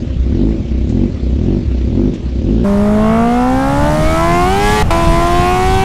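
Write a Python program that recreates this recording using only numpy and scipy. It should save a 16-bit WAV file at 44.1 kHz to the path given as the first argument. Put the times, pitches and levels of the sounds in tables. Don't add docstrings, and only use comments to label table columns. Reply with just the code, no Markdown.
import sys
import numpy as np
from scipy import signal
from scipy.io import wavfile
from scipy.ndimage import uniform_filter1d

SR = 44100
rng = np.random.default_rng(int(sys.argv[2]) if len(sys.argv) > 2 else 0)


def unload_audio(sound):
    columns = np.transpose(np.atleast_2d(sound))
    steps = np.round(np.clip(columns, -1, 1) * 32767)
    wavfile.write(sys.argv[1], SR, steps.astype(np.int16))


def elevation(decibels):
    levels = np.asarray(decibels, float)
    return 10 ** (levels / 20)


N = 257544

# firing resumes t/s, revs climb t/s, throttle shuts t/s, revs down t/s, top rate/(beats/s)
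BLIPS = [(-.3, -.25, -.08, .155, 49), (.232, .28, .52, .70, 55.7), (.70, .83, 1.06, 1.235, 48),
         (1.218, 1.33, 1.578, 1.72, 48.7), (1.70, 1.85, 2.09, 2.29, 51.2), (2.342, 2.385, 2.635, 2.85, 60)]
# rate/(beats/s), boom harmonics 1, 2 and 3 level/dB, bark level/dB
SILENCER = [(31, -36, -13.5, -27, -20), (40, -25, -17, -20, -16.5), (46, -19, -18, -22, -13),
            (49, -17, -21, -27, -12), (55, -13.5, -24, -28, -12.5), (60, -14.5, -32, -27, -13)]
# f/Hz, width/Hz, level/dB
TAIL_PIPE_MODES = [(161.6, 77, -4.5), (237, 69, 7.5), (318.8, 37.3, 1.5), (506, 59, -12.5)]
# f/Hz, density/(dB per Hz)
RUMBLE_SPECTRUM = [(20, -12), (35, -4), (62, 0), (100, -3), (150, -5), (220, -14), (400, -45), (900, -95)]
# f/Hz, density/(dB per Hz)
RATTLE_SPECTRUM = [(300, -23), (500, 3), (700, -9.5), (950, -15.5), (1600, -17.5), (2700, -15.5),
                   (4000, -19), (6000, -26), (7400, -30.5), (8300, -42.5), (11500, -52.5), (14000, -79.5)]
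LOW_BEATS_PER_S, BLIPS_END_S, THROTTLE_LAG_S = 31, 2.645, 0.015
UNEVEN_FIRING, UNEVEN_OVERRUN = 0.17, 0.3
OVERRUN_BOOM_DB, OVERRUN_BARK_DB = -6.5, -7
MISFIRE_DB = 4.5
RUMBLE_DB, RUMBLE_SWING_DB, RATTLE_DB = -24.5, 2.4, -37

# t/s, rate/(firings/s)
GEARS = [
    [(2.642, 199.2), (2.745, 201.2), (3.045, 216.3), (3.145, 225.3), (3.445, 250.4), (3.745, 281.0),
     (3.945, 305.2), (4.045, 312.4), (4.445, 359.5), (4.545, 392.3), (4.645, 412.6), (4.745, 423.7),
     (4.828, 426.3)],
    [(4.905, 333.0), (5.005, 337.3), (5.105, 332.8), (5.205, 340.7), (5.405, 353.9), (5.705, 378.4),
     (5.84, 385.7)],
]
# rate/(firings/s), firing tones level/dB, howl level/dB, bite/(dB per octave), hiss level/dB
FULL_THROTTLE = [(201, -11, -34.5, -8.5, -42.5), (212.7, -10.5, -30, -5.5, -42.5),
                 (221.6, -10.5, -24, -5.5, -40.5), (239, -11, -29, -2, -38.5),
                 (270, -12, -24.5, -6.5, -35.5), (305, -7.5, -24.5, -4.5, -32),
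                 (329, -9.5, -22.5, -1.5, -30), (370, -8.5, -23.5, 0, -30), (403, -7.5, -22, 0.5, -28.5),
                 (415, -7.3, -20, 3.5, -25)]
# tones level/dB, howl level/dB, bite/(dB per octave), hiss level/dB,
# start bang level/dB (as ignition returns, in the second gear)
GEAR_OFFSETS = [(0, -2.05, -1.5, -0.5, -0.5), (-0.5, -3.5, 3, -.5, 10.5)]
# f/Hz, level/dB
PIPE_AT_FIRING = [(200, 2), (260, 1), (305, -10), (350, -5), (420, -7.5), (520, -7), (610, -6.5), (720, -3),
                  (840, -7), (900, -9), (945, -31), (1000, -5.5), (1080, -7), (1180, -25.5), (1300, -39)]
# f/Hz, level/dB
PIPE_AT_ORDERS = [(50, -5), (150, 2.5), (300, -5.5), (480, -6.5), (610, -9.5), (700, -2), (780, -1.5),
                  (950, -4.5), (1150, -5.5), (1380, -7), (1520, -11), (1700, -12), (1900, -12), (2200, -12),
                  (2500, -15.5), (2750, -15), (3500, -19), (5000, -33.5)]
# level/dB of orders 0, 1, 2 and 3 above a multiple of firing
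LOW_ORDERS_DB = (5.5, -0.55, 0, -0.6)
HIGH_ORDERS_DB = (-2.5, -12.5, -3, 2.5)
STRAY_ORDERS_DB = {6: -5, 15: -6, 17: -3, 26: -4}
# f/Hz, density/(dB per Hz)
HISS_SPECTRUM = [(400, -18), (900, -9), (1500, -7), (2200, -5), (3400, -4.5), (5000, -6), (9400, -11),
                 (12500, -18), (15600, -27)]
SPLIT_ORDER, TOP_ORDER, BANG_DECAY_S = 30, 68, 0.011
BLADES_PER_FIRING = 31.3
WHINE_DB, WHINE_DB_PER_OCTAVE = -27.5, 10
THUMP_S, THUMP_DB, THUMP_RISE_S = 4.827, -5, 0.004

# t/s, level/dB
TICKS = [(.487, -44), (0.892, -36), (2.137, -36), (2.283, -50), (2.363, -54)]
# t/s, buffet level/dB, rush level/dB
WIND = [(2.64, -19, -31), (3.0, -17, -29.5), (3.5, -19.5, -34), (3.8, -15, -31), (4.0, -13.5, -27),
        (4.599, -15.5, -35), (4.83, -13.5, -26.5), (5.2, -13.5, -27), (5.84, -14, -37.5)]
# f/Hz, density/(dB per Hz)
BUFFET_SPECTRUM = [(8, 4.5), (30, 2.5), (80, -5.5), (180, -7.5), (300, -17), (600, -36.5), (1200, -26),
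                   (3000, -69.5)]
# f/Hz, density/(dB per Hz)
RUSH_SPECTRUM = [(240, -33), (400, -8), (643, -8.5), (716, -2), (1040, -17), (1830, -15.5), (3810, -27.5),
                 (11200, -37), (15600, -47)]


def evened(x):
    return x / np.sqrt(np.mean(x ** 2) + 1e-20)


def read(points, hz):
    f, value = np.transpose(points)
    return np.interp(np.log(hz + 1), np.log(f + 1), value)


def curves(rows, at):
    first, *columns = np.transpose(rows)
    return [np.interp(at, first, c) for c in columns]


def span(start_s, end_s):
    t = np.arange(start_s, end_s, 1 / SR)
    return t, np.clip(np.minimum(t - start_s, end_s - t) / 0.002, 0, 1)


def add(mix, start_s, sound):
    part = mix[round(start_s * SR):][:len(sound)]
    part += sound[:len(part)]


def noise(n, spectrum, patchy_db):
    real, imag, patches = rng.standard_normal((n // 256 + 5, 513, 3)).T
    patches = uniform_filter1d(patches, size=14, axis=0)
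    patches = evened(uniform_filter1d(patches, size=8, axis=1))
    hz = np.fft.rfftfreq(1024, 1 / SR)
    z = (real + 1j * imag) * elevation(read(spectrum, hz)[:, None] + patchy_db * patches)
    return evened(signal.istft(z, nperseg=1024, noverlap=768)[1][:n])


def wander(n, size):
    smooth = uniform_filter1d(rng.standard_normal(n), size)
    return evened(uniform_filter1d(smooth, size))


def ring(x, modes):
    t = np.arange(SR // 8) / SR
    shape = sum(elevation(db) * width * np.exp(-np.pi * width * t) * np.sin(2 * np.pi * hz * t)
                for hz, width, db in modes)
    shape = shape * (1 - np.exp(-t / 0.0024))
    return evened(signal.oaconvolve(x, shape)[:len(x)])


def throttle(t):
    rate, firing = np.full(len(t), LOW_BEATS_PER_S, float), np.zeros(len(t))
    for fires, climbs, shuts, down, top in BLIPS:
        up = np.clip((t - climbs) / (shuts - climbs), 0, 1)
        sink = np.clip((t - shuts) / (down - shuts), 0, 1)
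        rise = np.sin(np.pi / 2 * up) * np.cos(np.pi / 2 * sink) ** 2
        rate = rate + (top - LOW_BEATS_PER_S) * rise
        firing = firing + np.clip((t - fires) / THROTTLE_LAG_S, 0, 1)
        firing = firing - np.clip((t - shuts) / THROTTLE_LAG_S, 0, 1)
    return rate, 1 - np.clip(firing, 0, 1)


def blips():
    t, fade = span(0, BLIPS_END_S)
    n = len(t)
    rate, overrun = throttle(t)
    *tones_db, bark_db = curves(SILENCER, rate)
    bark_db = bark_db + OVERRUN_BARK_DB * overrun
    uneven = np.clip(UNEVEN_FIRING + (UNEVEN_OVERRUN - UNEVEN_FIRING) * overrun, 0, 1)
    turns = np.cumsum(rate) / SR
    boom = sum(-np.sqrt(2) * elevation(db) * np.cos(k * (2 * np.pi * turns - 0.65))
               for k, db in enumerate(tones_db, 1))

    beats = np.diff(np.floor(turns), prepend=0) / np.sqrt(rate)
    beats = beats * elevation(0.35 * uneven * rng.standard_normal(n))
    flow = rng.standard_normal(n)
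    drive = (1 - uneven) * -evened(beats - beats.mean()) + 2.6 * uneven * flow
    bark = ring(drive, TAIL_PIPE_MODES)

    rattle = noise(n, RATTLE_SPECTRUM, patchy_db=1.93) * (1 + 0.14 * np.cos(2 * np.pi * turns - 0.8))
    rattle *= elevation(0.11 * bark_db)

    rumble_gain = elevation(RUMBLE_DB + RUMBLE_SWING_DB * wander(n, size=2000))
    rumble = rumble_gain * noise(n, RUMBLE_SPECTRUM, patchy_db=1.0)
    boom_gain = elevation((OVERRUN_BOOM_DB + MISFIRE_DB * wander(n, size=900)) * overrun)
    return 0, fade * (boom_gain * boom + rumble + elevation(bark_db) * bark + elevation(RATTLE_DB) * evened(rattle))


def firing_tones(cycle, rate):
    return sum(-elevation(read(PIPE_AT_FIRING, k * rate)) * np.cos(4 * k * cycle + 0.6 * k * k)
               for k in (1, 2, 3))


def order_howl(cycle, rate, bite_db):
    n = len(rate)
    howl, coarse = np.zeros(n), np.arange(0, n, 64)
    for k in range(1, TOP_ORDER + 1):
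        if k in (4, 8, 12):
            continue
        hz = k * rate[coarse] / 4
        pattern_db = LOW_ORDERS_DB if k < SPLIT_ORDER else HIGH_ORDERS_DB
        order_db = pattern_db[k % 4] + STRAY_ORDERS_DB.get(k, 0)
        tilt_db = bite_db[coarse] * np.log2(np.maximum(hz, 1400) / 1500)
        level_db = order_db + read(PIPE_AT_ORDERS, hz) + tilt_db
        level_db += 3.8 * wander(len(hz), size=70)
        gain = np.interp(np.arange(n), coarse, elevation(level_db))
        howl += gain * np.cos(k * cycle + 2 * np.pi * rng.random())
    return howl


def gas_hiss(cycle, rate):
    n = len(rate)
    hiss = noise(n, HISS_SPECTRUM, patchy_db=1.1)
    hiss = hiss * (1 + 0.25 * np.cos(4 * cycle) + 0.12 * np.cos(cycle))
    whine_db = WHINE_DB + WHINE_DB_PER_OCTAVE * np.log2(rate / 380) + 4.9 * wander(n, size=2500)
    return hiss + elevation(whine_db) * np.cos(4 * BLADES_PER_FIRING * cycle)


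def pull(speed, offsets):
    t, fade = span(speed[0][0], speed[-1][0])
    (rate,) = curves(speed, t)
    tones_db, howl_db, bite_db, hiss_db = (
        c + more for c, more in zip(curves(FULL_THROTTLE, rate), offsets))
    bang = elevation(offsets[-1] * np.exp(-(t - t[0]) / BANG_DECAY_S))
    cycle = 2 * np.pi * np.cumsum(rate / 4) / SR
    cycle = cycle + 0.003 * wander(len(t), size=300)
    tones = firing_tones(cycle, rate)
    howl = order_howl(cycle, rate, bite_db)
    hiss = gas_hiss(cycle, rate)
    return t[0], fade * (elevation(tones_db) * tones + bang * (elevation(howl_db) * howl + elevation(hiss_db) * hiss))


def thump():
    out, u = np.zeros(N), np.arange(SR // 10) / SR / THUMP_RISE_S
    add(out, THUMP_S, elevation(THUMP_DB) * u * np.exp(1 - u))
    return 0, out


def ticks():
    out, t = np.zeros(N), np.arange(1500) / SR
    band = signal.butter(7, [1500, 7600], "band", fs=SR, output="sos")
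    for start_s, db in TICKS:
        burst = np.exp(-t / 0.029) * rng.standard_normal(len(t))
        add(out, start_s, elevation(db) * signal.sosfilt(band, burst))
    return 0, out


def wind():
    t, fade = span(WIND[0][0], WIND[-1][0])
    n = len(t)
    buffet_db, rush_db = curves(WIND, t)
    buffet = noise(n, BUFFET_SPECTRUM, patchy_db=0.0) * elevation(1.2 * wander(n, size=1200))
    rush = noise(n, RUSH_SPECTRUM, patchy_db=1.1)
    return t[0], fade * (elevation(buffet_db) * evened(buffet) + elevation(rush_db) * rush)


def scene():
    mix = np.zeros(N)
    pulls = [pull(speed, offsets) for speed, offsets in zip(GEARS, GEAR_OFFSETS)]
    for start_s, sound in [blips(), *pulls, thump(), ticks(), wind()]:
        add(mix, start_s, sound)
    return mix[None]


def roll_off(x):
    return signal.sosfilt(signal.butter(12, 15780, fs=SR, output="sos"), x)


def record(dry):
    ceiling = 1.2
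    mix = ceiling * np.tanh(dry / ceiling)
    return roll_off(mix)


dry = scene()
out = record(dry)
unload_audio(out)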